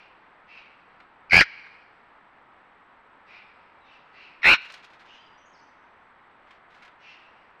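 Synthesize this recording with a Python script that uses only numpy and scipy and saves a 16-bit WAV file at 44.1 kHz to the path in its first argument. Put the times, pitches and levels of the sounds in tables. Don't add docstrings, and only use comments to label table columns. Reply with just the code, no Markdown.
import sys
import numpy as np
from scipy import signal
from scipy.fft import rfft, irfft, next_fast_len
from scipy.io import wavfile
from scipy.ndimage import uniform_filter1d, map_coordinates

SR = 44100
rng = np.random.default_rng(int(sys.argv[2]) if len(sys.argv) > 2 else 0)


def materialize(psi):
    bounded = np.clip(np.atleast_2d(psi).T, -1, 1)
    quanta = np.round(bounded * 32767).astype(np.int16)
    wavfile.write(sys.argv[1], SR, quanta)


N = 335160


def undb(db):
    return 10 ** (np.asarray(db) / 20)


def unit(x):
    return x / np.sqrt(np.mean(x ** 2) + 1e-20)


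def add(out, start, x):
    i = int(round(start * SR))
    x = x[max(-i, 0):max(N - i, 0)]
    out[max(i, 0):max(i, 0) + len(x)] += x


def colour(x, points):
    hz, db = np.transpose(points)
    size = next_fast_len(len(x) + 2048)
    bin_hz = np.maximum(np.fft.rfftfreq(size, 1 / SR), 1)
    gain = undb(np.interp(np.log(bin_hz), np.log(hz), db))
    return irfft(rfft(x, size) * gain, size)[:len(x)]


def wander(n, rate):
    place = np.arange(n) * rate / SR
    return map_coordinates(rng.standard_normal(int(place[-1]) + 2), [place], order=2, mode="nearest")


def woods(t60=0.91, early_db=10, early_s=0.046, build_s=0.015, treble_t60=0.43, patchy_db=3):
    t = np.arange(int(1.5 * SR)) / SR
    scatter = rng.standard_normal(len(t)) * undb(patchy_db * wander(len(t), 300))
    dull = signal.sosfilt(signal.butter(2, 3800, fs=SR, output="sos"), scatter)
    bright = signal.sosfilt(signal.butter(2, 3800, "high", fs=SR, output="sos"), scatter)
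    trunks = dull * np.exp(-np.log(1000) * t / t60) - bright * np.exp(-np.log(1000) * t / treble_t60)
    ground = undb(early_db) * scatter * np.exp(-t / early_s)
    echo = ground + trunks * (1 - np.exp(-t / build_s))
    return echo / np.sqrt(np.sum(echo ** 2))


# (frequency [Hz], gain [dB])
RUSH_SPECTRUM = [(25, -14), (110, -15), (230, -10.5), (400, -10.5), (620, -9), (920, -3), (1400, -6),
                 (2000, -9.5), (2800, -19.5), (3800, -27.5), (5000, -39), (6500, -48.5), (10000, -56.5),
                 (15500, -66)]
# (frequency [Hz], width [Hz], level [dB])
WHINE_BANDS = [(1284, 12, -69.5), (7800, 120, -95.5)]


def rush_and_whines(level_db=-55.5, swell_db=.15, flutter_db=.35):
    rush = unit(colour(rng.standard_normal(N), RUSH_SPECTRUM))
    out = rush * undb(level_db + swell_db * wander(N, 1.2) + flutter_db * wander(N, 13))
    for hz, width, db in WHINE_BANDS:
        phase = 2 * np.pi * hz * np.arange(N) / SR
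        out += undb(db) * (wander(N, width) * np.sin(phase) + wander(N, width) * np.cos(phase))
    return out


# (time [s], length [s], start pitch [Hz], end pitch [Hz], level [dB])
BIRD_NOTES = [(3.801, 0.082, 4030, 3430, -70.5), (4.04, .03, 7620, 6000, -93),
              (5.198, 0.034, 4650, 4930, -67), (5.374, 0.027, 5660, 6300, -66.5),
              (5.45, .045, 6820, 6180, -71), (5.529, .038, 5950, 4040, -65.5),
              (5.605, 0.04, 5930, 6000, -70.5)]


def small_bird(echo_db=3, quaver=.008):
    out = np.zeros(N)
    for start, length, from_hz, to_hz, db in BIRD_NOTES:
        n = int(length * SR)
        hz = np.linspace(from_hz, to_hz, n) * (1 + quaver * wander(n, 363))
        add(out, start, undb(db) * np.sin(2 * np.pi * np.cumsum(hz) / SR) * signal.windows.tukey(n, .5))
    return out + undb(echo_db) * signal.fftconvolve(out, woods(early_db=-3.5, treble_t60=0.4))[:N]


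# (time [s], echo level [dB], pitch [ratio])
FAR_MAGPIE_CALLS = [(-.13, -59.5, 1.02), (.45, -54.5, 1.03), (3.239, -54.5, 0.99), (3.814, -63, 1.07),
                    (4.10, -54.5, 1.02), (5.02, -59, 1.22), (6.973, -55.5, 1.09)]
# (frequency [Hz], gain [dB])
THROAT_THROUGH_TREES = [(700, -26.5), (1500, -6.5), (2000, -4), (2450, 1.35), (2950, -3.5), (3500, -10),
                        (4300, -9), (5200, -12.5), (6100, -24.5), (8000, -42.5), (15000, -52.5)]


def far_magpie(direct_db=-14):
    out = np.zeros(N)
    for start, db, pitch in FAR_MAGPIE_CALLS:
        throat = [(hz * pitch, gain_db) for hz, gain_db in THROAT_THROUGH_TREES]
        call = unit(syrinx(CLOSE_CALLS[1], throat, pitch, rough_jitter=.25, octave_db=-9.5, rasp_db=17))
        add(out, start, undb(db) * signal.fftconvolve(call, woods(t60=1.6, early_db=6, early_s=.06)))
        add(out, start, undb(db + direct_db) * call)
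    return out


# (time [s], length [s], start level [dB], end level [dB], treble lift [dB])
SHUFFLE_SPELLS = [(4.577, 0.5, -51, -58.5, -1), (6.46, 0.1, -65.5, -65.5, -8),
                  (6.692, 0.12, -63.5, -65, -3)]


def shuffling(count=12, scatter_db=2, decay_s=0.016):
    rows = []
    for start, length, from_db, to_db, lift_db in SHUFFLE_SPELLS:
        for k, (when, size) in enumerate(rng.random((count, 2))):
            part = (k + when) / count
            db = from_db + (to_db - from_db) * part + scatter_db * (2 * size - 1)
            rows.append((start + length * part, db, decay_s, lift_db))
    return rows


# (time [s], level [dB], decay [s], treble lift [dB])
HOPS_AND_PECKS = [(1.001, -48.5, 0.0051, -10), (1.666, -45.5, 0.0038, -9), (4.645, -47, 0.016, -1),
                  (4.698, -42.5, 0.0094, -1), (4.722, -45, 0.0019, 20), (4.739, -40.5, 0.0054, 7.5),
                  (4.843, -47, 0.0073, 1.5), (6.507, -48.5, .006, -3), (6.741, -57.5, 0.023, -1.5),
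                  (6.82, -49.5, 0.014, -4), (6.848, -52, .012, 2), (6.878, -47, 0.0028, -7)]
# (frequency [Hz], gain [dB])
LEAF_SPECTRUM = [(150, -21.5), (600, -5.5), (1500, 6.5), (2500, 3.5), (4000, -2.5), (6500, -16.5),
                 (9000, -26.5), (15000, -42)]


def leaves(snaps_per_s=7000, spread_db=2.5, press_share=0.33, settle_db=-15, settle_s=0.018, echo_db=-10):
    out = np.zeros(N)
    t = np.arange(SR // 5) / SR
    for start, db, decay, lift_db in HOPS_AND_PECKS + shuffling():
        snaps = (rng.random(len(t)) < snaps_per_s / SR) * rng.choice([-1, 1], len(t))
        sizes = undb(spread_db * np.minimum(rng.exponential(size=len(t)), 3))
        press = 1 - np.exp(-t / (press_share * decay))
        relax = np.exp(-t / decay) + undb(settle_db) * np.exp(-t / settle_s)
        crush = colour(snaps * sizes * press * relax, LEAF_SPECTRUM)
        crush = colour(crush, [(2000, 0), (6000, lift_db)])
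        add(out, start, undb(db) * unit(crush) * np.sqrt(decay / t[-1]))
    return out + undb(echo_db) * signal.fftconvolve(out, woods(early_db=7.5))[:N]


ATTACK_S, ONSET_DB, STEP_LAG_S, STEP_SAG_DB = 0.037, 28, 0.0032, 4.5
BREAK_S, RELEASE_S, RELEASE_DB = 0.0028, 0.034, 32
START_SWING_HZ, CLOSING_SWING_HZ = 994.3, 296
SHARP_HZ, SETTLE_S = 653.8, 0.014
STALL_S, STALL_SHARE = 0.014, 0.4
LOW_START_DB, LOW_BREAK_DB, LOW_END_DB = -17, -9.5, -3
ONSET_ROUGH, WARBLE_ROUGH, CLOSING_ROUGH = 0.16, 0.07, 0.9


def gesture(call, low_arch=0.12, low_pull=0.06):
    _, length, db, rate_hz, from_hz, to_hz, swing_hz, dip_db, low_hz, closing_hz, closing_db = call
    t = np.arange(0, length + RELEASE_S, 1 / SR)
    climb = np.minimum(t / length, 1)
    broken = np.clip((t - length) / BREAK_S + .5, 0, 1)
    fade = np.maximum(t - length, 0) / RELEASE_S
    stall = STALL_SHARE * np.clip(2 * (t - length + STALL_S) / STALL_S, 0, 1) * (1 - broken)
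    swing = 1 - (1 - stall) * np.sin(np.pi * rate_hz * t) ** 2
    width_hz = START_SWING_HZ + (swing_hz - START_SWING_HZ) * climb
    base_hz = from_hz + (to_hz - from_hz) * np.sin(np.pi / 2 * climb) ** 2
    warble_hz = base_hz + SHARP_HZ * np.exp(-t / SETTLE_S) + width_hz * swing ** 1.3
    high_hz = (1 - broken) * warble_hz + broken * (closing_hz + CLOSING_SWING_HZ * swing)
    turn, within = np.divmod((t - STEP_LAG_S) * rate_hz, 1)
    slack = np.maximum(1 - turn / rate_hz / ATTACK_S, 0)
    shortfall_db = ONSET_DB * slack ** 2.1 + STEP_SAG_DB * np.sqrt(slack) * within
    warble_db = db - uniform_filter1d(shortfall_db, size=64)
    level_db = (1 - broken) * warble_db + broken * (closing_db - RELEASE_DB * fade ** 1.2)
    arch = 1 - low_arch * (2 * t / t[-1] - 1) ** 2 + low_pull * (swing - .5)
    low_db = LOW_START_DB + (LOW_BREAK_DB - LOW_START_DB) * climb + (LOW_END_DB - LOW_BREAK_DB) * fade
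    rough = WARBLE_ROUGH + (ONSET_ROUGH - WARBLE_ROUGH) * slack
    rough = np.clip(rough + (CLOSING_ROUGH - WARBLE_ROUGH) * fade ** .45, 0, 1)
    return swing, high_hz, low_hz * arch, level_db, low_db, dip_db * (1 - broken), rough


def syrinx(call, throat, pitch=1, jitter=.012, rough_jitter=0.17, octave_db=-15, reediness=.35,
           sum_db=-5, low_octave_db=-14, rasp_db=-3, low_jitter=.02, uneven_db=0.95):
    swing, high_hz, low_hz, db, low_db, dip_db, rough = gesture(call)
    n = len(swing)
    high_hz = high_hz * (1 + (jitter + rough_jitter * rough) * wander(n, 1100))
    low_hz = low_hz * (1 + (low_jitter + rough_jitter * rough) * wander(n, 1100))
    high_phase, low_phase = (2 * np.pi * np.cumsum(pitch * hz) / SR for hz in (high_hz, low_hz))
    octave = undb(octave_db + reediness * (db.max() - db) * (1 - rough))
    upper = np.sin(high_phase) + octave * np.sin(2 * high_phase)
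    upper *= undb(-dip_db * swing + uneven_db * wander(n, 160))
    sum_tone = undb(sum_db) * (1 + swing) * np.sin(high_phase + low_phase)
    lower = np.sin(low_phase) + undb(low_octave_db) * np.sin(2 * low_phase) + sum_tone
    rasp = undb(rasp_db) * (0.12 + 2 * rough) * rng.standard_normal(n)
    flow = np.sqrt(2) * ((1 - 0.11 * rough) * upper + undb(low_db) * lower) + rasp
    return colour(flow * undb(db) * signal.windows.tukey(n, .03), throat)


# (time [s], warble length [s], level [dB], warble rate [Hz],
# base pitch at the start [Hz], base pitch at the break [Hz], swing at the break [Hz],
# dip at the top of each swing [dB], lower voice [Hz], closing pitch [Hz], closing level [dB])
CLOSE_CALLS = [ (1.2942, 0.1145, -9, 87.83, 1893, 2424, 900, 6.5, 1689, 1853, -7.5),
               (4.416, 0.121, -10.5, 85.23, 1640, 2429, 398.5, 3.5, 1500, 2315, -12)]
# (frequency [Hz], gain [dB])
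FIRST_CALL_THROAT = [(500, -40), (1000, -21), (1400, 2), (1900, -1), (2350, 3), (2750, -7.5), (3350, -12),
                     (3650, -18), (4050, -11.5), (5000, -7.5), (6100, -19), (9000, -39), (15000, -56)]
SECOND_CALL_THROAT = [(500, -27), (1000, 1), (1400, -0.5), (1900, -2), (2350, -0.5), (2750, 0),
                      (3350, -6.5), (4200, -8.5), (4700, -20), (5400, -9.5), (6100, -23.5), (9000, -43),
                      (15000, -60.5)]
# (frequency [Hz], gain [dB])
ECHO_SPECTRUM = [(1000, -0.5), (2000, -2), (2600, 0.5), (3400, 1.5), (4300, 3.5), (4900, -1.5), (5700, 4),
                 (9000, -8.5)]


def close_magpie(first_echo_db=-24, second_echo_db=-25):
    first, second = np.zeros(N), np.zeros(N)
    call = CLOSE_CALLS[0]
    voice = syrinx(call, FIRST_CALL_THROAT, octave_db=-11.5, sum_db=-1, rasp_db=4, low_jitter=0.025)
    add(first, call[0], voice)
    call = CLOSE_CALLS[1]
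    voice = syrinx(call, SECOND_CALL_THROAT, octave_db=-14.5, sum_db=-1, rasp_db=2.5, low_jitter=0.055)
    add(second, call[0], voice)
    first_echo = signal.fftconvolve(first, woods(t60=1.22, early_db=9.5, early_s=.025, treble_t60=.28))
    second_echo = signal.fftconvolve(second, woods(t60=.68, early_db=5.5, early_s=.037, treble_t60=.673))
    echo = undb(first_echo_db) * first_echo + undb(second_echo_db) * second_echo
    return first + second + colour(echo[:N], ECHO_SPECTRUM)


def scene():
    return (close_magpie() + far_magpie() + small_bird() + leaves() + rush_and_whines())[None]


# (frequency [Hz], gain [dB])
CRACKLE_SPECTRUM = [(25, -1), (170, -2.5), (330, -1), (560, -1.5), (900, 1.5), (1300, -2.5), (3000, -10),
                    (6000, -20), (9000, -25.5), (12000, -31), (15500, -33)]


def record(dry, overload_db=-16, crackle_db=-5, crackle_limit=0.21, knee=0.0496, ceiling=0.79,
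           top_hz=15550):
    x = dry[0]
    overload = undb(overload_db)
    loudness = np.sqrt(np.abs(uniform_filter1d(x ** 2, size=150)))
    excess = knee * np.logaddexp(0, (loudness - overload) / knee)
    drive = crackle_limit * np.tanh(excess / crackle_limit) * np.tanh(loudness / overload)
    crackle = drive * unit(colour(rng.standard_normal(N), CRACKLE_SPECTRUM))
    peaks = np.maximum(x ** 2 - 2 * overload ** 2, 0)
    thump = colour(peaks, [(10, -19.5), (40, -2), (90, -5.5), (180, 4), (400, -4), (850, 6.5),
                           (1100, 1.5), (1700, -19), (4000, -34.5)])
    x = x + undb(crackle_db) * crackle + thump
    rounded = x / (1 + (x / ceiling) ** 6) ** (1 / 6)
    return signal.sosfilt(signal.ellip(10, .2, 80, top_hz, fs=SR, output="sos"), rounded)[None]


dry = scene()
out = record(dry)
materialize(out)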